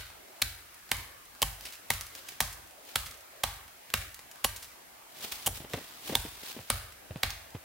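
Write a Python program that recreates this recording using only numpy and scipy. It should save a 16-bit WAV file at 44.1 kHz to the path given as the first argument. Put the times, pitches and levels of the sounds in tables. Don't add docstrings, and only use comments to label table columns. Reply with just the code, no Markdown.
import sys
import numpy as np
from scipy import signal
from scipy.fft import rfft, irfft
from scipy.io import wavfile
from scipy.ndimage import uniform_filter1d

SR = 44100
rng = np.random.default_rng(int(sys.argv[2]) if len(sys.argv) > 2 else 0)


def transcribe(u):
    v = np.clip(np.atleast_2d(u).T, -1, 1)
    q = np.round(v * 32767).astype(np.int16)
    wavfile.write(sys.argv[1], SR, q)


N = 336924
HZ = np.fft.rfftfreq(4096, 1 / SR)
T = np.arange(SR // 2) / SR

# start in seconds, length in seconds, strength in dB, woody knock in dB
# over the strength, edge brightness in dB over the strength, main splinter in Hz, its lift in dB,
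# lesser splinter in Hz, stem shake in dB.
CHOPS = [ (-.085, 0.0035, 6, -7, -4, 3800, 6, 2210, -1.5),
         (.4185, 0.0059, 8, -11.5, -0.5, 4150, 7, 2400, -1),
         (.9150, .0041, 5.5, 0, -1.5, 2045, 11, 2960, -1.5),
         (1.4190, 0.0022, 0.5, 3, 4.5, 2870, 12, 5000, 1.5),
         (1.4252, 0.0052, 4.5, 1.5, 3, 3050, 16, 1080, 4), (1.9030, 0.0033, 6.5, 0, 0, 2090, 10, 940, -2),
         (2.4043, .0026, 6.5, -1.5, 1, 3250, 5.5, 1720, -7), (2.4102, .0038, -5, 3, 1.5, 5960, 12, 1110, 0),
         (2.9567, 0.0046, 5, -2.5, -0.5, 1380, 10, 3340, -4.5),
         (3.4356, .0057, 4.5, 2, -0.5, 3330, 7, 1130, -.5),
         (3.9386, 0.00297, 6.5, -1, -1.5, 2700, 8.5, 1500, -.5),
         (4.443, 0.0094, 8.5, 0.5, 1.5, 2900, 7.5, 1000, -4), (5.4618, .018, -2, 8, 11.5, 3030, 19, 653, 0),
         (6.1523, .0042, 4.5, 1, 3, 3530, 14.5, 940, 0), (6.7011, 0.003, 4.5, 2.5, -2, 9460, 14.5, 1250, 3),
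         (7.232, 0.0049, 8, -4, -6.5, 4200, 2, 1590, 1)]
# pitch in Hz, width in Hz, lift in dB.
NOTCH = [(226, 140, 12), (412, 120, 9), (547, 55, 5), (784, 104, 10.5), (918, 63, 7), (1103, 85, 6.5),
         (1240, 54, 6), (1557, 51, 6.5), (1880, 300, 5), (2230, 116, 6), (3400, 110, 0)]
# frequency in Hz, level in dB.
BITE_TONE = [(40, -14), (130, -12.5), (320, -19), (600, -1.5), (900, -4), (2000, -4), (4000, 1.5),
             (6000, -3.5), (10000, -2.5), (15000, -4.5)]
# pitch in Hz, level in dB before the blow's stem shake,
# time to fade by 60 dB in seconds.
STEM = [(50.7, -38, 0.45), (61, -50.5, .3), (72.7, -44.5, 0.64), (92, -46.5, 0.17), (93.9, -37.5, 0.41),
        (115.5, -49.5, 0.52), (121.4, -56.5, 0.27), (145.4, -50.5, 0.34), (206.5, -38.5, 0.056),
        (246, -44.5, 0.11)]
# pitch in Hz, level in dB before the blow's steel level,
# time to fade by 60 dB in seconds.
STEEL = [(4100, -19, .05), (5770, -8, 0.17), (7160, -19, 0.2), (10000, 1, 0.12), (11050, -20, .1),
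         (12285, -13, 0.19)]
# frequency in Hz, time to fade by 60 dB in seconds.
FOREST_T60 = [(100, .3), (500, 0.55), (1500, 0.66), (3500, 0.52), (7000, 0.49), (15000, 0.6)]
# frequency in Hz, relative level in dB.
FOREST_TONE = [(100, 19), (350, -16.5), (800, -5), (1500, 0), (3500, -4.5), (7000, -3.5), (15000, -4)]
# frequency in Hz, left-right likeness (1 is the same).
FOREST_SAME = [(200, 1), (600, 1), (1200, 0.61), (2200, 0.31), (6000, 0.027), (15000, 0.064)]
# frequency in Hz, left level minus right level in dB.
NEAR_PAN = [(200, -0.9), (1200, -4.5), (2300, -5), (3400, -3), (4500, -1), (6000, 2), (9000, -0.5),
            (15000, 0)]
# frequency in Hz, left-right likeness.
NEAR_SAME = [(200, 1), (1500, 0.86), (4000, 0.91), (8000, 0.9), (15000, .86)]
# start in seconds,
# starting level in dB, fade in seconds, centre in Hz.
TICKS = [(0.892, -42.5, .0026, 1390), (0.968, -29, 0.0012, 5400), (1.609, -40.5, 0.0039, 3920),
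         (1.6536, -36, 0.011, 3530), (1.7232, -42, 0.022, 3915), (1.938, -27.5, 0.0023, 5000),
         (2.01, -30, 0.0014, 5030), (2.1503, -38.5, 0.0052, 3260), (2.2857, -33, 0.0043, 3400),
         (2.526, -39.5, 0.0079, 6000), (3.0605, -39.5, 0.014, 3950), (3.9024, -35, 0.002, 2410),
         (4.144, -38, 0.0038, 6200), (4.562, -38.5, 0.009, 5400), (4.624, -42, 0.02, 4940),
         (5.321, -38, .015, 4100), (5.7348, -29, 0.0033, 1400), (5.7716, -53, .002, 2530),
         (7.305, -29, 0.0021, 3580)]
# start in seconds, level in dB,
# snow crunch in dB over that level, centre in Hz.
THUDS = [(5.472, -49.5, 9.5, 184), (5.603, -48, 2, 152), (5.643, -49, -1.5, 120), (5.737, -32.5, -2, 121),
         (5.773, -43, 2, 230), (6.094, -33.5, -4, 200), (6.122, -40, 4.5, 253), (6.25, -45.5, 4, 188),
         (6.565, -42, -5, 234), (6.589, -43, -5, 119), (7.106, -36.5, -10.5, 101), (7.157, -39, -8.5, 141),
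         (7.548, -35.5, -9, 114)]
# frequency in Hz, relative level in dB.
CLOTH = [(200, -50), (700, 1), (1500, -2.5), (3300, 4.5), (5000, 1.5), (7000, -2), (11000, -3), (15000, -1)]
# frequency in Hz, relative level in dB.
SNOW = [(30, -17), (80, -3), (250, 0.5), (600, -1), (1200, -13.5), (3000, -13), (15000, -56)]
# time in seconds, level of the hiss in dB before MOVE_DB.
MOVES = [
    [(5.14, -58.5), (5.254, -39), (5.27, -45.5), (5.312, -47.5), (5.322, -39), (5.358, -47), (5.45, -50)],
    [(5.52, -59), (5.558, -43), (5.674, -65), (5.744, -48), (6.002, -54.5), (6.08, -41.5), (6.14, -46)],
    [(6.22, -52.5), (6.398, -51.5), (6.488, -44), (6.518, -44.5), (6.524, -48.5), (6.672, -62.5),
     (6.69, -53)],
]
# peak time in seconds, level in dB.
TUGS = [(1.668, -45.5), (2.18, -49), (2.303, -49), (2.898, -51)]
# frequency in Hz, relative level in dB per Hz.
RIVER_TONE = [(25, -5), (50, -10), (86, -11), (160, -11.5), (340, -7), (450, -8.5), (640, -4), (1000, -6.5),
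              (2000, -7.5), (3600, -12.5), (7000, -14.5), (15800, -13)]
# frequency in Hz, left-right likeness.
RIVER_SAME = [(60, 0.93), (150, 0.27), (380, 0.28), (950, -0.094), (2380, 0.11), (5980, -0.17),
              (15000, -0.25)]

SNAP_SHARE, SNAP_SIZE = 0.3286, 3.
LESSER_LIFT_DB = 6
GLANCE_S, GLANCE_WIDTH_S = 0.0063, 0.00061
BURIED_DB, GLANCING_DB = -60, -41
SAME_BLOW_S = .02
OUTWARD_DB, OUTWARD_LENGTH_DB_PER_S = 3., -350
FAR_SHARE = .6
DEBRIS_DELAY_S, DEBRIS_SPAN_S = 0.087, .38
DEBRIS_DB, DEBRIS_SPREAD_DB = -48.5, 3.5
DEBRIS_FADE_S, DEBRIS_HZ, DEBRIS_OCTAVES = 0.0051, 4200, 0.9
LITTER_DB, LITTER_FADE_S = -52, 0.0029
THUD_FADE_S = .012
SWING_LEAD_S, SWING_HALF_S, SWING_DB = 0.036, 0.058, -60.5
TUG_HALF_S = 0.037
MOVE_DB, MOVE_FADE_S = 2.5, 0.033
SCUFF_DB = -16.5
PACK_LAG_S, PACK_HALF_S, PACK_DB = 0.017, 0.038, -19
RIVER_DB = -52
EDGE_HZ, CEILING = 15950, .6


def hatchet(bark_db=-9.5, bark_s=0.0022, beam_hz=9050.0):
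    out = np.zeros((2, N))
    for s, length, db, knock_db, edge_db, hz, lift_db, lesser_hz, stem_db in CHOPS:
        shape = (SNAP_SHARE, db + knock_db, db, db + edge_db, hz, lift_db, lesser_hz, LESSER_LIFT_DB)
        glancing = (1 + np.tanh((length - GLANCE_S) / GLANCE_WIDTH_S)) / 2
        steel_db = db + BURIED_DB + glancing * (GLANCING_DB - BURIED_DB)
        blow = np.zeros(len(T))
        add(blow, 0, bite(length, *shape))
        add(blow, length, amp(steel_db) * ring(STEEL, 0.00042, 0.0023))
        add(out, s - bark_s, near(amp(bark_db) * bark()))
        add(out, s, near(blow))
        add(out, s, amp(stem_db) * ring(STEM, 0.0035, 0.0068))
        bites = sum(abs(row[0] - s) < SAME_BLOW_S for row in CHOPS)
        outward_db = OUTWARD_DB + OUTWARD_LENGTH_DB_PER_S * length
        for _ in range(2):
            outward = bite(length, *shape, share=FAR_SHARE, beam_hz=beam_hz)
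            outward = outward / np.linalg.norm(outward) / np.sqrt(2 * bites)
            add(out, s, amp(outward_db) * forest(outward))
    return out


def bark():
    crushing = np.exp(-((T[:4096] - .002) / 0.0015) ** 2)
    return colour(crackle(crushing), read(BITE_TONE, HZ))


def bite(length, snap, body_db, middle_db, edge_db, hz1, db1, hz2, db2, share=1, beam_hz=np.inf,
         after=0.063, after_s=0.0037, push_hz=1000.0, push_db=0., push_at=0.702, splinter_width=0.16):
    t = T[:2 * (len(HZ) - 1)]
    settling = after * np.exp(-abs(t - length) / after_s)
    sinking = np.minimum(t / 0.00046, 1) * np.where(t < length, 1, settling)
    snapping = SNAP_SIZE * np.exp(-((t - snap * length) / 0.00014) ** 2)
    tearing = crackle(sinking + snapping)
    shove = amp(push_db) * np.sinc((t - push_at * length) * SR)
    treble = signal.sosfilt(signal.butter(2, push_hz, "high", fs=SR, output="sos"), tearing)
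    knock = signal.sosfilt(signal.butter(2, push_hz, fs=SR, output="sos"), shove)
    balance = [(950, body_db), (1600, middle_db), (4200, middle_db), (7000, edge_db)]
    tone = read(balance, HZ) + read(BITE_TONE, HZ)
    splinters = [(hz, splinter_width * hz, db / (1 + (hz / beam_hz) ** 2))
                 for hz, db in [(hz1, db1), (hz2, db2)]]
    resonances = sum(lift(*resonance) for resonance in NOTCH + splinters)
    return colour(treble + knock, tone + share * resonances)


def lift(hz, width, db):
    return db / (1 + ((HZ - hz) / (width / 2)) ** 2)


def ring(modes, rise_s, spread):
    total = np.zeros(len(T))
    for k, (hz, db, t60) in enumerate(modes):
        nudged_hz = hz * (1 + spread * rng.standard_normal())
        total += (-1) ** k * amp(db - 60 * T / t60) * np.sin(2 * np.pi * nudged_hz * T)
    return total * (1 - np.exp(-T / rise_s))


def forest(x, near_db=3.5, near_s=0.0075, patchy_db=1.5, hold_s=0.026, spread_db=3.5):
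    taps = pair(grains(len(T), spread_db), grains(len(T), spread_db), FOREST_SAME, FOREST_TONE)
    hz, t, z = signal.stft(taps, SR, nperseg=256)
    clumps_db = patchy_db * rng.standard_normal(len(t))
    fading_s = np.hypot(t, hold_s) - hold_s
    fading_db = 60 * fading_s / read(FOREST_T60, hz)[:, None]
    tail = signal.istft(z * amp(clumps_db - fading_db), SR, nperseg=256)[1][:, :len(T)]
    tail *= np.clip((T - .002) / 0.00042, 0, 1)
    tail *= 1 + amp(near_db) * np.exp(-T / near_s)
    return signal.fftconvolve(x[None], tail * amp(-34.5), axes=1)


def near(x):
    scatter = crackle(np.exp(-T[:512] / .001))
    both = pair(x, signal.fftconvolve(x, scatter)[:len(x)], NEAR_SAME)
    pan_db = read(NEAR_PAN, np.fft.rfftfreq(len(x), 1 / SR))
    return irfft(rfft(both) * amp([pan_db / 2, -pan_db / 2]), len(x))


def chips(octave_db=4.0, forest_db=-1.0):
    out = np.zeros((2, N))
    for s, db, fade, hz in TICKS + debris() + litter():
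        octaves = np.log2((HZ + 1) / hz)
        tone = -octave_db * np.minimum(np.hypot(octaves, .5), 5)
        tick = amp(db) * evened(colour(grains(len(T), 5.3), tone)) * np.exp(-T / fade)
        add(out, s, near(tick))
        add(out, s, amp(forest_db) * forest(tick))
    return out


def debris(count=2):
    rows = []
    for s, *_ in CHOPS:
        for _ in range(count):
            flight = DEBRIS_DELAY_S + DEBRIS_SPAN_S * rng.random()
            size, pitch = rng.standard_normal(2)
            hz = DEBRIS_HZ * 2 ** (DEBRIS_OCTAVES * pitch)
            rows.append((s + flight, DEBRIS_DB + DEBRIS_SPREAD_DB * size, DEBRIS_FADE_S, hz))
    return rows


def litter(count=18):
    times = rng.random(count) * N / SR
    sizes, pitches = rng.standard_normal((2, count))
    levels = LITTER_DB + DEBRIS_SPREAD_DB * sizes
    centres = DEBRIS_HZ * 2 ** (DEBRIS_OCTAVES * pitches)
    return [(s, db, LITTER_FADE_S, hz) for s, db, hz in zip(times, levels, centres)]


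def thuds(sag=0.73):
    out = np.zeros(N)
    fading = np.exp(-T / THUD_FADE_S)
    for s, db, crunch_db, hz in THUDS:
        sinking_hz = hz * (1 + sag * fading - sag / 2)
        push = np.sin(2 * np.pi * np.cumsum(sinking_hz) / SR)
        crunch = evened(colour(grains(len(T), 7.1), read(SNOW, HZ)))
        swell = 2 * fading * (1 - np.exp(-T / 0.00096))
        add(out, s, amp(db) * (push + amp(crunch_db) * crunch) * swell)
    return near(out)


def rustles(flutter_db=2.0, crinkle_db=3.0, crunch_db=8.0, lumps_db=4.):
    hiss, scuff = movement()
    catching = amp(flutter_db * evened(uniform_filter1d(rng.standard_normal(N), 300)))
    cloth_same = [(500, 0.64), (3000, 0.091), (12000, 0.043)]  # Hz, left-right likeness
    cloth = evened(pair(grains(N, crinkle_db), grains(N, crinkle_db), cloth_same, CLOTH))
    snow = evened(pair(grains(N, crunch_db), grains(N, crunch_db), NEAR_SAME, SNOW))
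    giving = evened(amp(lumps_db * evened(uniform_filter1d(rng.standard_normal(N), size=600))))
    return catching * (hiss * cloth + scuff * giving * snow)


def movement():
    t = np.arange(N) / SR

    def stroke(s, half):
        return np.exp(-((t - s) / half) ** 2 / 2)

    swings = [stroke(s - SWING_LEAD_S, SWING_HALF_S) for s, *_ in CHOPS]
    hiss = amp(SWING_DB) * np.max(swings, axis=0)
    hiss += sum(amp(db) * stroke(s, TUG_HALF_S) for s, db in TUGS)
    for move in MOVES:
        times, db = np.transpose(move)
        inside = stroke(np.clip(t, times[0], times[-1]), MOVE_FADE_S)
        hiss += amp(MOVE_DB + np.interp(t, times, db)) * inside
    packing = sum(amp(PACK_DB + db + crunch_db) * stroke(s + PACK_LAG_S, PACK_HALF_S)
                  for s, db, crunch_db, _ in THUDS)
    return hiss, amp(SCUFF_DB) * hiss + packing


def river(patchy_db=3.0, smooth_hz=3000.):
    water = pair(*rng.standard_normal((2, N)), RIVER_SAME, RIVER_TONE)
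    hz, _, z = signal.stft(water, SR, nperseg=1024)
    patches = uniform_filter1d(rng.standard_normal(z.shape[1:]), size=8, axis=0)
    patches = evened(uniform_filter1d(patches, size=8, axis=1))
    z = z * amp(patchy_db * patches / (1 + (hz[:, None] / smooth_hz) ** 2))
    return amp(RIVER_DB) * evened(signal.istft(z, SR, nperseg=1024)[1][:, :N])


def amp(db):
    return 10 ** (np.asarray(db) / 20)


def evened(x):
    return x / np.sqrt(np.mean(x ** 2) + 1e-20)


def read(points, hz):
    f, value = np.transpose(points)
    return np.interp(np.log(hz + 1), np.log(f + 1), value)


def add(mix, s, sound):
    start = round(s * SR)
    part = mix[..., max(start, 0):]
    heard = sound[..., max(-start, 0):][..., :part.shape[-1]]
    part[..., :heard.shape[-1]] += heard


def colour(x, db):
    cepstrum = irfft(np.log(amp(db)))
    cepstrum[1:len(HZ) - 1] *= 2
    cepstrum[len(HZ):] = 0
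    return signal.fftconvolve(x, irfft(np.exp(rfft(cepstrum))))[:len(x)]


def pair(a, b, likeness, level=((1, 0), (2, 0))):
    hz = np.fft.rfftfreq(len(a), 1 / SR)
    same = np.clip(read(likeness, hz), -1, 1)
    mid = rfft(a) * np.sqrt((1 + same) / 2)
    side = rfft(b) * np.sqrt((1 - same) / 2)
    return irfft(np.array([mid + side, mid - side]) * amp(read(level, hz)), len(a))


def grains(size, spread_db):
    uneven_db = spread_db * np.minimum(rng.exponential(1, size), 5)
    return evened(rng.standard_normal(size) * amp(uneven_db))


def crackle(envelope):
    x = envelope * grains(len(envelope), 3.8)
    for _ in range(2):
        z = rfft(x)
        x = irfft(z / np.sqrt(abs(z) + 1e-9)) * np.sqrt(np.minimum(envelope, 1))
    return x / np.linalg.norm(x)


def scene():
    return hatchet() + chips() + thuds() + rustles() + river()


def record(dry, low_cut_hz=36):
    thinned = signal.sosfilt(signal.butter(4, low_cut_hz, "high", fs=SR, output="sos"), dry)
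    rounded = CEILING * np.tanh(thinned / CEILING)
    band_limit = signal.firwin(511, EDGE_HZ, window=("kaiser", 9), fs=SR)
    return signal.oaconvolve(rounded, band_limit[None], "same")


dry = scene()
out = record(dry)
transcribe(out)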